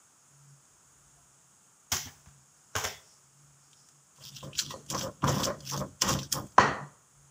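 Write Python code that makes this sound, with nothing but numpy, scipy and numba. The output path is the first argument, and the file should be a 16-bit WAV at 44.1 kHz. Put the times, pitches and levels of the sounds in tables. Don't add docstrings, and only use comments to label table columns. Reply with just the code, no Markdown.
import sys
import numpy as np
from scipy import signal
from scipy.fft import rfft, irfft
from scipy.io import wavfile
from scipy.ndimage import uniform_filter1d
from numba import njit

SR = 44100
rng = np.random.default_rng(int(sys.argv[2]) if len(sys.argv) > 2 else 0)


def pcm_store(signal):
    levels = np.round(np.clip(np.atleast_2d(signal), -1, 1) * 32767)
    wavfile.write(sys.argv[1], SR, levels.astype(np.int16).T)


N = 322016
T = np.arange(N) / SR

# time_s, crush_db (paste),
# drag_db (stone on stone), contact_hz, thrust_db (into the counter), boom_db (of the kitchen)
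STROKES = [
    [(4.13, -80.5, -84, 1130, -84, -76), (4.162, -59, -83.5, 656, -85, -91),
     (4.182, -58.5, -65, 607, -82, -66), (4.218, -46, -49, 577, -63, -52), (4.242, -40, -57, 655, -60, -75),
     (4.268, -38.5, -61, 1280, -69, -50), (4.3, -52, -64.5, 1210, -69, -70),
     (4.32, -50, -71.5, 991, -49, -55)],
    [(4.32, -53.5, -72, 1110, -60, -54), (4.352, -51.5, -76, 1213, -62, -46.5),
     (4.368, -35.5, -64, 1240, -59, -59), (4.384, -42.5, -77, 566, -63, -59),
     (4.414, -50.5, -76, 535, -59, -55), (4.44, -40.5, -47.5, 535, -48, -48),
     (4.492, -62, -46.5, 596, -49.5, -41), (4.53, -59.5, -53.5, 598, -61, -73)],
    [(4.53, -54, -61, 565, -65, -63), (4.57, -44, -70, 1505, -52, -62), (4.59, -29, -53.5, 1510, -66, -63),
     (4.63, -41.5, -47, 1440, -47, -56), (4.698, -40.5, -56, 949, -47, -45.5),
     (4.708, -35.5, -39, 1090, -59, -58), (4.754, -53.5, -45, 746, -54, -70),
     (4.86, -71, -71, 565, -69, -73)],
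    [(4.86, -69, -69, 1073, -65, -72), (4.906, -37.5, -59, 910, -48, -44.5),
     (4.942, -39.5, -32.5, 940, -41.5, -46), (5.004, -38.5, -41.5, 837, -44, -41),
     (5.038, -41.5, -37, 536, -40, -56), (5.096, -62.5, -44.5, 610, -43.5, -52),
     (5.158, -70, -70, 528, -81, -77), (5.2, -66.5, -81, 1050, -76, -57)],
    [(5.2, -64, -82, 1120, -70, -84), (5.24, -45, -32, 1150, -30.5, -29),
     (5.304, -33.5, -26, 675, -33, -34.5), (5.354, -37.5, -39, 775, -35, -46),
     (5.408, -35.5, -32.5, 1140, -33.5, -46), (5.446, -34, -41.5, 770, -42, -65),
     (5.484, -43, -31.5, 560, -38, -59), (5.58, -66, -55, 646, -66, -57)],
    [(5.58, -58.5, -55.5, 570, -56, -73), (5.638, -46, -59.5, 522, -61, -47),
     (5.698, -38, -63, 969, -51, -52), (5.738, -40.5, -35, 970, -49, -37),
     (5.794, -42.5, -43, 546, -43, -37.5), (5.826, -50.5, -31.5, 550, -41, -37.5),
     (5.902, -66, -63.5, 573, -52, -74), (6.0, -80, -85, 998, -68, -78)],
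    [(6.0, -76, -95, 944, -69, -71), (6.02, -18, -42, 932, -51, -58), (6.04, -43.5, -30, 890, -37, -52),
     (6.08, -32.5, -33.5, 1020, -29, -46), (6.106, -28, -31, 990, -34.5, -50),
     (6.156, -38, -35.5, 659, -32.5, -34.5), (6.23, -41.5, -45, 725, -49, -42.5),
     (6.3, -69, -71, 588, -61, -59)],
    [(6.3, -81.5, -71, 771, -66, -61), (6.328, -27, -70, 905, -43, -57), (6.342, -40.5, -42, 935, -49, -42),
     (6.378, -45.5, -34.5, 930, -35.5, -35.5), (6.452, -59.5, -52.5, 621, -43, -58),
     (6.498, -70, -81, 622, -69, -75), (6.532, -64.5, -77, 1060, -68, -82), (6.56, -79, -75, 983, -63, -53)],
]
# contact_s, peak_db, tilt_db_per_octave (hardness), counter_db (relative)
KNOCKS = [(4.184, -43.5, -3, -11), (4.43, -35, -9, -5), (4.586, -55, -23, -9.0), (4.706, -29.5, 13.5, -21),
          (4.739, -28.5, -10.5, -12), (4.912, -36.5, -4, -15), (4.94, -31.5, -4.5, -0.5),
          (5.041, -37, -11, -8), (5.229, -32.5, -3, 10), (5.278, -23, -1, -8), (5.297, -27, -7.5, -5),
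          (5.398, -26, -5.5, -9.5), (5.473, -28.5, 0, -1.5), (5.719, -35, -5.5, -16.5),
          (5.817, -37.5, -12, -14.5), (6.022, -20.5, 3.5, -18), (6.343, -36.5, -5, -12),
          (6.359, -32.5, -5.5, -13), (6.583, -2, 0, -18.5)]
# start_s, peak_db, pitch_hz, overtone_share
THUMPS = [(1.92, -30.5, 89.7, 0.46), (1.949, -34, 144.4, 0.73), (2.057, -38, 97, 1),
          (2.265, -44.5, 75.4, 0.57), (2.756, -31, 100.2, 0.22), (2.844, -34.5, 85.5, 0.39)]
# mode_hz, level_db (relative), t60_s
MORTAR_MODES = [(539, -4, 0.063), (630, 1, 0.01), (810, -13.5, 0.051), (1101, 1, .04), (1005, 8.5, 0.052),
                (1230, -4.5, 0.048), (1299, -8.5, 0.13), (1540, -8, 0.035), (1915, -10.5, 0.073),
                (2260, -40, .04), (3140, -23, .06), (4330, -28, .3)]
# mode_hz, level_db (relative), t60_s
COUNTER_MODES = [(69, -7, 0.11), (116.5, 2, 0.058), (141, -1.5, 0.087), (195, -4.5, 0.19),
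                 (269, -3.5, 0.07), (315, -4.5, 0.083), (350.4, -5.5, 0.047)]
# (per Hz, relative)
PASTE_SPECTRUM = [(880, -28), (1500, -3), (1820, -11), (2180, -13.5), (2770, -7), (3300, -3), (4160, -15),
                  (5370, -2.5), (7630, -3.5), (9000, -23.5), (11700, -31.5), (19800, -120)]
# (per Hz, relative)
SIZZLE_SPECTRUM = [(5290, -23), (9000, -1), (10300, -3.5), (13200, -8.5), (14900, 4.5), (16000, -21)]


def undb(db):
    return 10 ** (np.asarray(db) / 20)


def unit(x):
    return x / np.sqrt(np.mean(x ** 2))


def colour(x, spectrum):
    hz, db = np.transpose(spectrum)
    size = 2 ** 11
    bin_hz = np.arange(size // 2 + 1) * SR / size
    log_gain = np.interp(np.log(bin_hz + 1), np.log(hz), db) * np.log(10) / 20
    cepstrum = irfft(log_gain)
    cepstrum[1:size // 2] *= 2
    cepstrum[size // 2 + 1:] = 0
    response = irfft(np.exp(rfft(cepstrum)))
    return signal.fftconvolve(x, response / np.sqrt(np.sum(response ** 2)))[:len(x)]


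def tilted(spectrum, tilt_db, pivot_hz):
    return [(hz, db + tilt_db * np.log2(hz / pivot_hz)) for hz, db in spectrum]


def ring(force, modes):
    t = T[T < max(t60 for _, _, t60 in modes)]
    response = np.zeros(len(t))
    for k, (hz, db, t60) in enumerate(modes):
        response += undb(db - 60 * t / t60) * np.sin(2 * np.pi * hz * t + np.pi * k)
    return signal.fftconvolve(force, response / np.abs(response).max())[:len(force)]


def band(x, hz, width_hz):
    b, a = signal.iirpeak(min(hz, SR / 3), hz / width_hz, SR)
    return signal.lfilter(b, a, x)


@njit
def sweep(x, hz, q):
    y, band_state, low_state = np.empty(len(x)), 0., 0.
    for i in range(len(x)):
        g = np.tan(np.pi * hz[i] / SR)
        v = (band_state + g * (x[i] - low_state)) / (1 + g * (g + 1 / q))
        band_state = 2 * v - band_state
        low_state = low_state + 2 * g * v
        y[i] = v / q
    return y


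def grains(rate, scatter_db):
    when = rng.random(N) < rate / SR
    size = rng.exponential(1, N)
    sign = rng.standard_normal(N)
    return unit(when * sign * undb(scatter_db * np.minimum(size, 4.5)))


def walk(rate):
    k = int(SR / rate)
    held = np.repeat(rng.standard_normal(N // k + 1), k)
    return unit(uniform_filter1d(uniform_filter1d(held, k), k)[:N])


def add(out, s, piece):
    i = int(s * SR)
    out[i:i + len(piece)] += piece[:N - i]


def burst(x, decay_s, rise_s):
    t = T[:len(x)]
    shaped = x * (1 - np.exp(-t / rise_s)) * np.exp(-t / max(decay_s, 1e-4))
    return shaped / np.abs(shaped).max()


def pressing(column):
    rows = np.concatenate(STROKES)
    return undb(np.interp(T, rows[:, 0], rows[:, column], left=-120, right=-120))


def quiet():
    # time_s, boom_db, rumble_db
    stir = [(0.0, -88, -99), (0.28, -76.5, -92), (0.34, -63.5, -83), (0.53, -55, -81), (0.65, -81, -83),
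            (1.14, -70.5, -68), (1.4, -74.5, -85.5), (1.8, -82.5, -88), (2.05, -72, -62), (2.22, -67, -75),
            (2.38, -60.5, -83), (2.52, -78, -82.5), (3.09, -79.5, -90), (3.45, -61, -76.5),
            (3.88, -77.5, -83), (3.98, -62.5, -91), (4.09, -88, -93.5), (6.72, -82, -79), (6.83, -41, -84),
            (7.0, -81, -96), (7.12, -81.5, -85), (7.17, -64.5, -65), (7.3, -64, -79.5)]
    # (per Hz, relative)
    hiss_spectrum = [(35, -49), (60, -17), (139, -7.5), (244, -4), (540, -8), (1340, -2.5), (2000, -13.5),
                     (3340, -13.5), (4120, -19), (6000, -8.5), (6580, 1.5), (10300, -11), (11300, -25.5),
                     (14900, -17), (16000, -31.5)]
    # time_s, level_db
    rustle_levels = [(0, -75), (0.5, -68.5), (1.0, -75), (2.9, -68), (3.1, -57.5), (3.3, -70.5),
                     (3.65, -70), (3.8, -59), (4.0, -69), (4.2, -80.5), (7.3, -80)]
    s, boom_db, rumble_db = np.transpose(stir)
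    hiss = unit(colour(rng.standard_normal(N), hiss_spectrum))
    hiss_gain = undb(-54 + .5 * walk(9.5))
    boom_hz = 139.6 + 2.92 * walk(21)
    boom = np.sqrt(2) * np.sin(2 * np.pi * np.cumsum(boom_hz) / SR)
    boom_gain = undb(np.interp(T, s, boom_db)) + pressing(column=5)
    rumble = unit(band(band(rng.standard_normal(N), 50, 60), 50, 60))
    rumble_gain = undb(np.interp(T, s, rumble_db)) + undb(-15) * pressing(column=4)
    rustle = unit(band(band(rng.standard_normal(N), 5400, 1200), 5400, 1200))
    rustle_gain = undb(np.interp(T, *np.transpose(rustle_levels)) + 3.0 * walk(25))
    return hiss * hiss_gain + boom * boom_gain + rumble * rumble_gain + rustle * rustle_gain


def taps():
    # start_s, peak_db, pitch_hz
    tap_events = [(1.166, -56, 700)]
    out, t = np.zeros(N), T[:SR // 5]
    for s, db, hz in tap_events:
        add(out, s, undb(db) * burst(np.sin(2 * np.pi * hz * t), decay_s=0.026, rise_s=.008))
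    return out


def slaps():
    # start_s, peak_db, decay_s, tilt_db_per_octave, hollow_hz, hollow_db (relative)
    slap_events = [(1.917, -10.5, 0.028, 3, 902, -26.5), (1.927, -21.5, 0.02, -0.4, 912, -9.5),
                   (2.053, -34.5, 0.02, 1, 902, -7), (2.069, -34, 0.02, -2.5, 1194, -5.5),
                   (2.259, -39.5, 0.025, -1, 999, -10.5), (2.752, -17.5, 0.018, -1, 546, -6),
                   (2.761, -14, 0.039, 3, 956, -3.5), (2.838, -15, 0.022, 1.4, 732, -6)]
    # (per Hz, relative)
    sole_spectrum = [(180, -38.5), (300, -24), (392, -7), (478, -15.5), (725, -3), (1300, -4), (2170, -8.5),
                     (2360, -12), (3080, -9), (4300, -19), (5160, -8), (6740, -7.5), (9090, -24),
                     (14700, -25), (16000, -15)]
    claps, thumps, t = np.zeros(N), np.zeros(N), T[:SR // 5]
    for s, db, decay_s, tilt_db, hollow_hz, hollow_db in slap_events:
        uneven_db = 3 * np.repeat(rng.standard_normal(len(t) // 100 + 1), 100)[:len(t)]
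        flap = rng.standard_normal(len(t)) * undb(uneven_db)
        hollow = unit(band(flap, hollow_hz, .5 * hollow_hz))
        clap = colour(flap, tilted(sole_spectrum, tilt_db, 2000)) + undb(hollow_db) * hollow
        add(claps, s, undb(db) * burst(clap, decay_s, rise_s=0.00091))
    for s, db, hz, overtone in THUMPS:
        thump = np.sin(2 * np.pi * hz * t) + overtone * np.sin(2 * np.pi * 2.6 * hz * t)
        add(thumps, s, undb(db) * burst(thump, decay_s=0.0095, rise_s=0.016))
    return claps, thumps


def kitchen(x):
    # band_hz, t60_s
    reverberation = [(100, 0.59), (500, 0.62), (2000, 0.28), (5000, 0.48), (12000, 0.58)]
    t = T[:SR // 2]
    tail = np.zeros(len(t))
    for hz, t60 in reverberation:
        tail += band(rng.standard_normal(len(t)), hz, 1.42 * hz) * undb(-60 * t / t60)
    tail *= np.clip(t / 0.012 - .5, 0, 1)
    return signal.fftconvolve(x, tail / np.sqrt(np.sum(tail ** 2)))[:N]


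def booms():
    # mode_hz, level_db (relative), t60_s
    room_modes = [(141.1, 1, 0.47), (147.3, -1.5, 0.44)]
    push = np.hanning(200) / 100
    shove = np.zeros(N)
    for s, db, _, counter_db in KNOCKS:
        add(shove, s, undb(db + counter_db - 11.5) * push)
    for s, db, _, _ in THUMPS:
        add(shove, s, undb(db - 18.5) * push)
    return ring(shove, room_modes)


def cracks():
    # start_s, peak_db, centre_hz, decay_s
    crack_events = [(3.712, -41, 6660, 0.005), (3.7304, -36.5, 3260, 0.005), (3.8863, -37.5, 6450, 0.0055),
                    (4.16, -41, 6200, 0.005), (4.2383, -34.5, 4890, 0.005), (4.364, -32.5, 3120, 0.0061),
                    (4.4069, -36, 3160, 0.005), (4.5304, -34, 2750, 0.0092), (4.552, -31.5, 3040, 0.005),
                    (4.5897, -14, 4050, 0.007), (4.7072, -30.5, 3340, 0.0046),
                    (4.8623, -36.5, 6630, 0.0063), (4.9007, -18.5, 6470, 0.0054),
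                    (4.9468, -25, 5830, 0.0058), (4.979, -26.5, 5490, 0.005), (5.0094, -26, 3190, 0.005),
                    (5.0194, -28, 5240, 0.005), (5.221, -35, 2900, 0.0072), (5.2415, -26, 6400, 0.005),
                    (5.2766, -25, 3100, 0.0075), (5.2914, -29, 5500, 0.005), (5.4326, -21, 3440, 0.005),
                    (5.4401, -20.5, 5450, 0.005), (5.4534, -19.5, 5440, 0.0046),
                    (5.6042, -30.5, 6000, 0.0044), (5.664, -34, 5300, 0.0046), (5.673, -28.5, 5400, 0.005),
                    (5.697, -27, 6200, 0.0026), (5.7106, -24, 5870, 0.0035), (5.7755, -23.5, 6060, 0.0038),
                    (6.0192, -10.5, 5200, 0.0035), (6.0846, -26, 5430, 0.0039), (6.103, -20, 5800, 0.0056),
                    (6.1892, -26, 3500, 0.0046), (6.2302, -28, 5800, 0.005), (6.3245, -15.5, 5400, 0.0027),
                    (6.4673, -37.5, 6900, 0.005), (6.5201, -43, 5710, 0.005)]
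    out, noise = np.zeros(N), rng.standard_normal(N)
    paste, sizzle = colour(noise, PASTE_SPECTRUM), colour(noise, SIZZLE_SPECTRUM)
    for s, db, hz, decay_s in crack_events:
        now = slice(int(s * SR), int(s * SR) + SR // 10)
        pitched = band(band(noise[now], hz, .5 * hz), hz, .5 * hz)
        spray = unit(0.17 * paste[now] + pitched) + undb(-22) * sizzle[now]
        add(out, s, undb(db) * burst(spray, decay_s, rise_s=0.00047))
    return out


def strokes():
    # (above 9 kHz, relative)
    mixes = [(4890, -10), (3900, -11), (4230, -12.5), (5200, -9.5), (5450, -9.5), (5720, -8.5), (5300, -12),
             (5400, -3.5)]
    # (per Hz, relative)
    grit_spectrum = [(150, -32.5), (250, -3), (462, -3), (533, 3.5), (735, -10.5), (949, -5), (1210, -1.5),
                     (2060, -17.5), (2400, -19), (3120, -49.5), (5280, -120)]
    s, *columns = np.concatenate(STROKES).T
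    crush_db, drag_db, drag_hz, *_ = (np.interp(T, s, c) for c in columns)
    starts = [rows[0][0] for rows in STROKES]
    stroke = np.clip(np.searchsorted(starts, T) - 1, 0, None)
    crush_hz, sizzle_db = np.array(mixes, float)[stroke].T.copy()

    juice = (grains(2400, 3.1) + .7 * rng.standard_normal(N)) * undb(2.94 * walk(60))
    squelch = colour(juice, PASTE_SPECTRUM)
    jumps_hz = 4200 * np.exp(0.44 * rng.standard_normal(N // 660 + 1))
    pockets_hz = np.clip(np.repeat(jumps_hz, 660)[:N], 1500, 9000)
    crushed = sweep(squelch, crush_hz, 1.3)
    pockets = sweep(squelch, pockets_hz, 4.7)
    sizzle = unit(colour(juice, SIZZLE_SPECTRUM))
    paste = unit(0.74 * squelch + crushed + 1.5 * pockets) + undb(sizzle_db) * sizzle

    slips = (grains(1500, 2.2) + 0.57 * rng.standard_normal(N)) * undb(2.3 * walk(40))
    grit = colour(slips, grit_spectrum)
    contact = sweep(grit, drag_hz, 4.4)
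    stone = unit(0.57 * grit + contact + 0.24 * unit(ring(slips, MORTAR_MODES)))
    counter = unit(ring(grains(820, 2.3), COUNTER_MODES))
    working = (T > s[0]) & (T < s[-1])
    return working * (undb(crush_db) * paste + undb(drag_db) * stone) + pressing(column=4) * counter


def knocks():
    # (per Hz, relative)
    stone_spectrum = [(150, -40), (250, -9), (427, -10), (494, -6), (705, -8), (829, -6), (1180, 1),
                      (1690, -8.5), (1900, -2), (2090, -17), (3200, -20.5), (3650, -29), (4330, -21.5),
                      (5000, -31.5), (5400, -25.5), (6500, -22.5), (12000, -52), (15600, -90),
                      (22000, -120)]
    out, spread, push = np.zeros(N), np.zeros(N), np.zeros(N)
    lead, t = .003, T[:SR // 10]
    edge = 0.27 * np.exp(-((t - .0005) / 0.0001) ** 2)
    landing = edge + np.exp(-((t - lead) / 0.00013) ** 2)
    for s, db, tilt_db, counter_db in KNOCKS:
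        chatter = burst(rng.standard_normal(len(t)), decay_s=.004, rise_s=.002)
        mix = tilted([(hz, g + 2 * rng.standard_normal()) for hz, g, _ in MORTAR_MODES], tilt_db, 1000)
        modes = [(hz, g, t60) for (hz, g), (_, _, t60) in zip(mix, MORTAR_MODES)]
        body = ring(landing + 0.085 * chatter, modes)
        stone = tilted(stone_spectrum, tilt_db, 1000)
        hit = .5 * unit(colour(chatter, stone)) + unit(body)
        add(out, s - lead, undb(db) * hit / np.abs(hit).max())
        add(spread, s, undb(db + 16.0) * colour(1. * (t == 0), stone))
        add(push, s, undb(db + counter_db) * np.hanning(100) / 50)
    counter = ring(push, COUNTER_MODES)
    return out + counter, spread + out / 10 + counter


def scene():
    near = strokes() + cracks()
    blows, spread = knocks()
    claps, thumps = slaps()
    wet = kitchen(undb(-16) * near + spread + undb(-5.0) * claps + undb(-10) * thumps)
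    return (near + blows + claps + thumps + taps() + wet + booms() + quiet())[None]


def suppress(x):
    margin_db, floor_db = 11.5, -8.5
    spec = signal.stft(x, nperseg=1024)[2]
    power = uniform_filter1d(np.abs(spec) ** 2, size=9, axis=-2)
    power = uniform_filter1d(power, size=4, axis=-1)
    usual = np.percentile(power, 30, axis=-1, keepdims=True)
    gain = np.clip(1 - undb(margin_db) ** 2 * usual / power, undb(floor_db), 1)
    gain[:, :5] = 1
    return signal.istft(spec * gain, nperseg=1024)[1][:, :N]


def record(dry):
    low_cut = signal.butter(4, 52, "high", fs=SR, output="sos")
    top_cut = signal.ellip(10, .2, 80, 15500, fs=SR, output="sos")
    return signal.sosfilt(top_cut, signal.sosfilt(low_cut, suppress(dry)))


dry = scene()
out = record(dry)
pcm_store(out)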